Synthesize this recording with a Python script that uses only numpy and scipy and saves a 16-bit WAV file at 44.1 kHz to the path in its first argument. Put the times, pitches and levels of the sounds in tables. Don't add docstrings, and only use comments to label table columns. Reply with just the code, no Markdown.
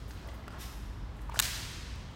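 import sys
import numpy as np
from scipy import signal
from scipy.io import wavfile
from scipy.ndimage import uniform_filter1d

SR = 44100
rng = np.random.default_rng(int(sys.argv[2]) if len(sys.argv) > 2 else 0)


def log_audio(samples):
    frames = np.atleast_2d(samples).T
    limited = np.clip(frames, -1, 1)
    pcm = np.round(limited * 32767).astype(np.int16)
    wavfile.write(sys.argv[1], SR, pcm)


def level_to_linear(level):
    exponent = np.asarray(level, float) / 20
    return 10 ** exponent


N = 94815
T = np.arange(N) / SR


def unit(x):
    return x / np.sqrt(np.mean(x ** 2))


def noise():
    return rng.standard_normal(N)


def band(x, hz, width_hz):
    centre_hz = min(hz, .45 * SR)
    q = max(hz / width_hz, .3)
    return signal.lfilter(*signal.iirpeak(centre_hz, q, fs=SR), x)


def third_octave_noise(hz):
    return band(band(noise(), hz, hz / 3), hz, hz / 3)


def walk(rate):
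    hold = int(SR / rate)
    steps = np.repeat(rng.standard_normal(N // hold + 1), hold)
    return 1.29 * uniform_filter1d(uniform_filter1d(steps, hold), hold)[:N]


def ring(at, hz, t60):
    t = np.clip(T - at, 0, None)
    return np.sin(2 * np.pi * hz * t) * level_to_linear(np.maximum(-60 * t / max(t60, .0005), -200))


def swell(at, rise, fall):
    t = T - at
    up = np.sin(np.pi / 2 * np.clip(t / rise, 0, 1)) ** 2
    return up * np.exp(-np.clip(t - rise, 0, None) / fall)


def grainy(grain_db):
    grains = np.repeat(rng.exponential(1, N // 40 + 1), 40)[:N]
    return unit(noise() * level_to_linear(grain_db * grains))


# time in seconds, level in dB, brightness in dB per octave.
CLACKS = [
    (1.39150, -4.5, 3),
    (1.3987, -11, -5),
    (1.3984, -9, -1.5),
    (1.39955, -5, -1),
    (1.3997, -12, 0),
    (1.3997, -13, -2),
]
# frequency in Hz, level in dB, t60 in seconds.
RIB_MODES = [
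    (1790, -14.5, 0.0066),
    (4100, -2.5, 0.0019),
    (7150, -5.5, 0.0015),
    (10900, -12.5, 0.0013),
    (15500, -12.5, 0.0012),
]


def fan():
    ribs = 0
    for at, db, tilt_db in CLACKS:
        for hz, mode_db, t60 in RIB_MODES:
            tilt = tilt_db * np.log2(hz / 4000)
            ribs = ribs + level_to_linear(db + mode_db + tilt) * ring(at, hz, t60)
    crackle_t60_s = .008
    tension = swell(1.3986, 0.00094, crackle_t60_s / np.log(1000))
    return ribs + level_to_linear(-16) * tension * unit(band(noise(), 5200, 12000))


# time
# in seconds, level in dB, frequency in Hz, t60 in seconds, tick level in dB.
KNOCKS = [(.108, -37.5, 1650, .008, -56), (.2845, -42, 600, .02, -66), (.2865, -41, 2010, 0.017, -54),
          (.4793, -34, 660, 0.0099, -47), (0.44, -44, 2100, 0.011, -66), (.4804, -32, 1350, .012, -52),
          (1.192, -43, 1800, 0.01, -64), (1.2935, -34.5, 947, .025, -68), (1.2968, -31, 1040, .014, -48),
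          (1.322, -39, 900, .02, -68), (1.3432, -28, 800, 0.0067, -52), (1.3455, -34, 1300, 0.014, -48),
          (1.3597, -26, 1530, 0.009, -46), (1.371, -32.5, 677, 0.023, -62), (1.372, -32, 110, .08, -68)]


def knocks():
    tick = unit(band(noise(), 4300, 7800))
    push_s = 0.00025
    out = 0
    for at, db, hz, t60, tick_db in KNOCKS:
        out = out + level_to_linear(db) * ring(at, hz, t60) * swell(at, push_s, 9)
        out = out + level_to_linear(tick_db) * swell(at, .0004, .001) * tick
    return out


# start in seconds, rise in seconds, fall in seconds, level in dB, centre in Hz.
RUSTLES = [(0.069, 0.023, 0.064, -60.5, 11000), (.104, 0.004, 0.013, -53, 3970),
           (0.139, 0.039, 0.11, -58, 2860), (0.267, .01, 0.0048, -58.5, 10000),
           (.282, .005, 0.018, -55.5, 2500), (.33, 0.016, 0.013, -59, 11000),
           (.50, .01, 0.043, -62.5, 3180), (.495, .07, 0.031, -52, 890), (.2, 0.065, 0.16, -53.5, 715),
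           (1.129, .04, 0.053, -72, 7800), (1.20, .02, 0.017, -66.5, 9000),
           (1.30, 0.024, 0.04, -52.5, 2010), (1.33, 0.028, 0.024, -53, 1000), (1.295, .04, .03, -66, 12000),
           (1.33, .02, 0.014, -52, 6000), (1.34, .01, .006, -60, 14000), (1.35, 0.017, 0.044, -49, 3900),
           (1.947, .012, 0.0043, -63, 14050), (2.09, .02, 0.048, -75, 14500)]


def rustles():
    cloth = grainy(2.5)
    out = 0
    for at, rise, fall, db, hz in RUSTLES:
        colour = unit(band(band(cloth, hz, 1.38 * hz), hz, 1.47 * hz))
        out = out + level_to_linear(db) * swell(at, rise, fall) * colour
    return out


# centre in Hz, width in Hz, level in dB.
SOLE_BANDS = [(2100, 1300, -2.5), (3560, 850, -3.5), (5400, 740, -2.5), (6640, 1500, -7.5),
              (9000, 3100, -5.5), (11900, 1900, -4), (15000, 2000, -13)]


def turning_sole():
    sole = unit(sum(level_to_linear(db) * unit(band(grainy(1.2), hz, width)) for hz, width, db in SOLE_BANDS))
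    level_db = -49 + 1.1 * walk(30.5)
    return level_to_linear(level_db) * swell(0.566, rise=.06, fall=0.068) * sole


def mat_bounce(near):
    delay_s, level_db, mat_hz = .00355, -5.5, 12000
    return level_to_linear(level_db) * band(np.interp(T - delay_s, T, near), mat_hz * .5, mat_hz * 1.2)


# delay in seconds, level in dB, spread in seconds.
WALLS = [
    (.0055, -21, .003),
    (.0237, -4, .005),
    (.0335, -11, .005),
    (.043, -12, .005),
    (.0535, -8, .009),
]
# frequency in Hz, colour of the snap in dB, t60 in seconds.
HALL = [(300, -26, 1.8), (800, -6.5, 1.46), (1677, 5.5, 2.0), (2600, 4, 2.16), (4450, 7.5, 1.79),
        (6920, 4, 1.39), (11000, 1, 1.06), (15000, 3, 0.76)]


def hall(coloured):
    table_hz, colour_db, table_t60 = np.array(HALL).T
    echoes = sum(level_to_linear(db) * swell(at, 0.0011, spread) / np.sqrt(spread * SR / 2) for at, db, spread in WALLS)
    build = swell(.024, .022, 99)
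    out = 0
    for hz in 250 * 2 ** np.arange(0, 6.1, 1 / 3):
        db = np.interp(np.log(hz), np.log(table_hz), colour_db)
        t60 = np.interp(np.log(hz), np.log(table_hz), table_t60)
        tail = level_to_linear(-32 - 60 * T / t60) * build
        out = out + level_to_linear(coloured * db) * np.hypot(echoes, tail) * third_octave_noise(hz)
    return out


# times in seconds, then levels in dB.
BURST_S = [
    1.3915,
    1.3989,
    -.25,
]
BURST_DB = [
    -11.5,
    -4.5,
    -22.5,
]


def reverberation(small):
    wet = sum(level_to_linear(db) * np.interp(T - at, T, hall(1)) for at, db in zip(BURST_S, BURST_DB))
    return wet + signal.fftconvolve(level_to_linear(-6.5) * small, hall(0))[:N]


# time in seconds, firing rate in Hz, level in dB.
ENGINE = [(0.0, 51, -41), (0.1, 55.1, -49.5), (0.39, 61.1, -51), (0.62, 61, -48), (0.74, 52.02, -44),
          (1.07, 51.66, -39), (1.13, 51.5, -54), (1.26, 51.75, -39.5), (1.76, 51.67, -52.5),
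          (1.9, 57.4, -39.5), (1.99, 58.5, -59), (2.15, 61, -56)]
# time in seconds, frequency in Hz, level in dB.
DRONE = [(0, 99.5, -54), (.25, 100.3, -54), (.5, 112, -58.5), (1.1, 116, -56.5), (1.35, 114, -56),
         (1.65, 116.6, -53.5), (1.85, 115.6, -57), (2.15, 115, -61)]


def drone(table, rough):
    at, hz, db = np.array(table).T
    unsteady_hz = np.interp(T, at, hz) * (1 + rough * walk(12.1))
    phase = 2 * np.pi * np.cumsum(unsteady_hz) / SR
    return np.sqrt(2) * level_to_linear(np.interp(T, at, db)) * np.sin(phase)


# frequency in Hz, level in dB per Hz.
STREET = [(16, -30), (28, -9), (74, -8.5), (570, -33.5), (1070, -31), (2640, -44), (3620, -44),
          (15500, -76)]


def street():
    table_hz, density_db = np.array(STREET).T
    flicker_db = 1.0
    rumble = 0
    for hz in 32 * 2 ** np.arange(0, 9.1, 1 / 3):
        db = np.interp(np.log(hz), np.log(table_hz), density_db) + 10 * np.log10(hz)
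        rumble = rumble + level_to_linear(db + flicker_db * walk(4.99)) * unit(third_octave_noise(hz))
    return level_to_linear(-44) * unit(rumble) + drone(ENGINE, rough=0.022) + drone(DRONE, rough=0.016)


def scene():
    rib_radiation = signal.butter(3, 1200, "high", fs=SR, output="sos")
    small = knocks() + rustles() + turning_sole()
    near = signal.sosfilt(rib_radiation, fan()) + small
    return (near + mat_bounce(near) + reverberation(small) + street())[None]


def band_limit(x):
    return signal.sosfilt(signal.butter(12, 16670, fs=SR, output="sos"), x)


def record(dry):
    dry = dry + level_to_linear(-78) * rng.standard_normal(dry.shape)
    dip_hz, dip_width_hz, dip_depth = 10520, 650, .4
    x = dry - dip_depth * band(dry, dip_hz, dip_width_hz)
    x = signal.sosfilt(signal.butter(4, 35.6, "high", fs=SR, output="sos"), x)
    x = signal.sosfiltfilt(signal.ellip(6, .1, 35, 15750, fs=SR, output="sos"), x)
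    return band_limit(x)


dry = scene()
out = record(dry)
log_audio(out)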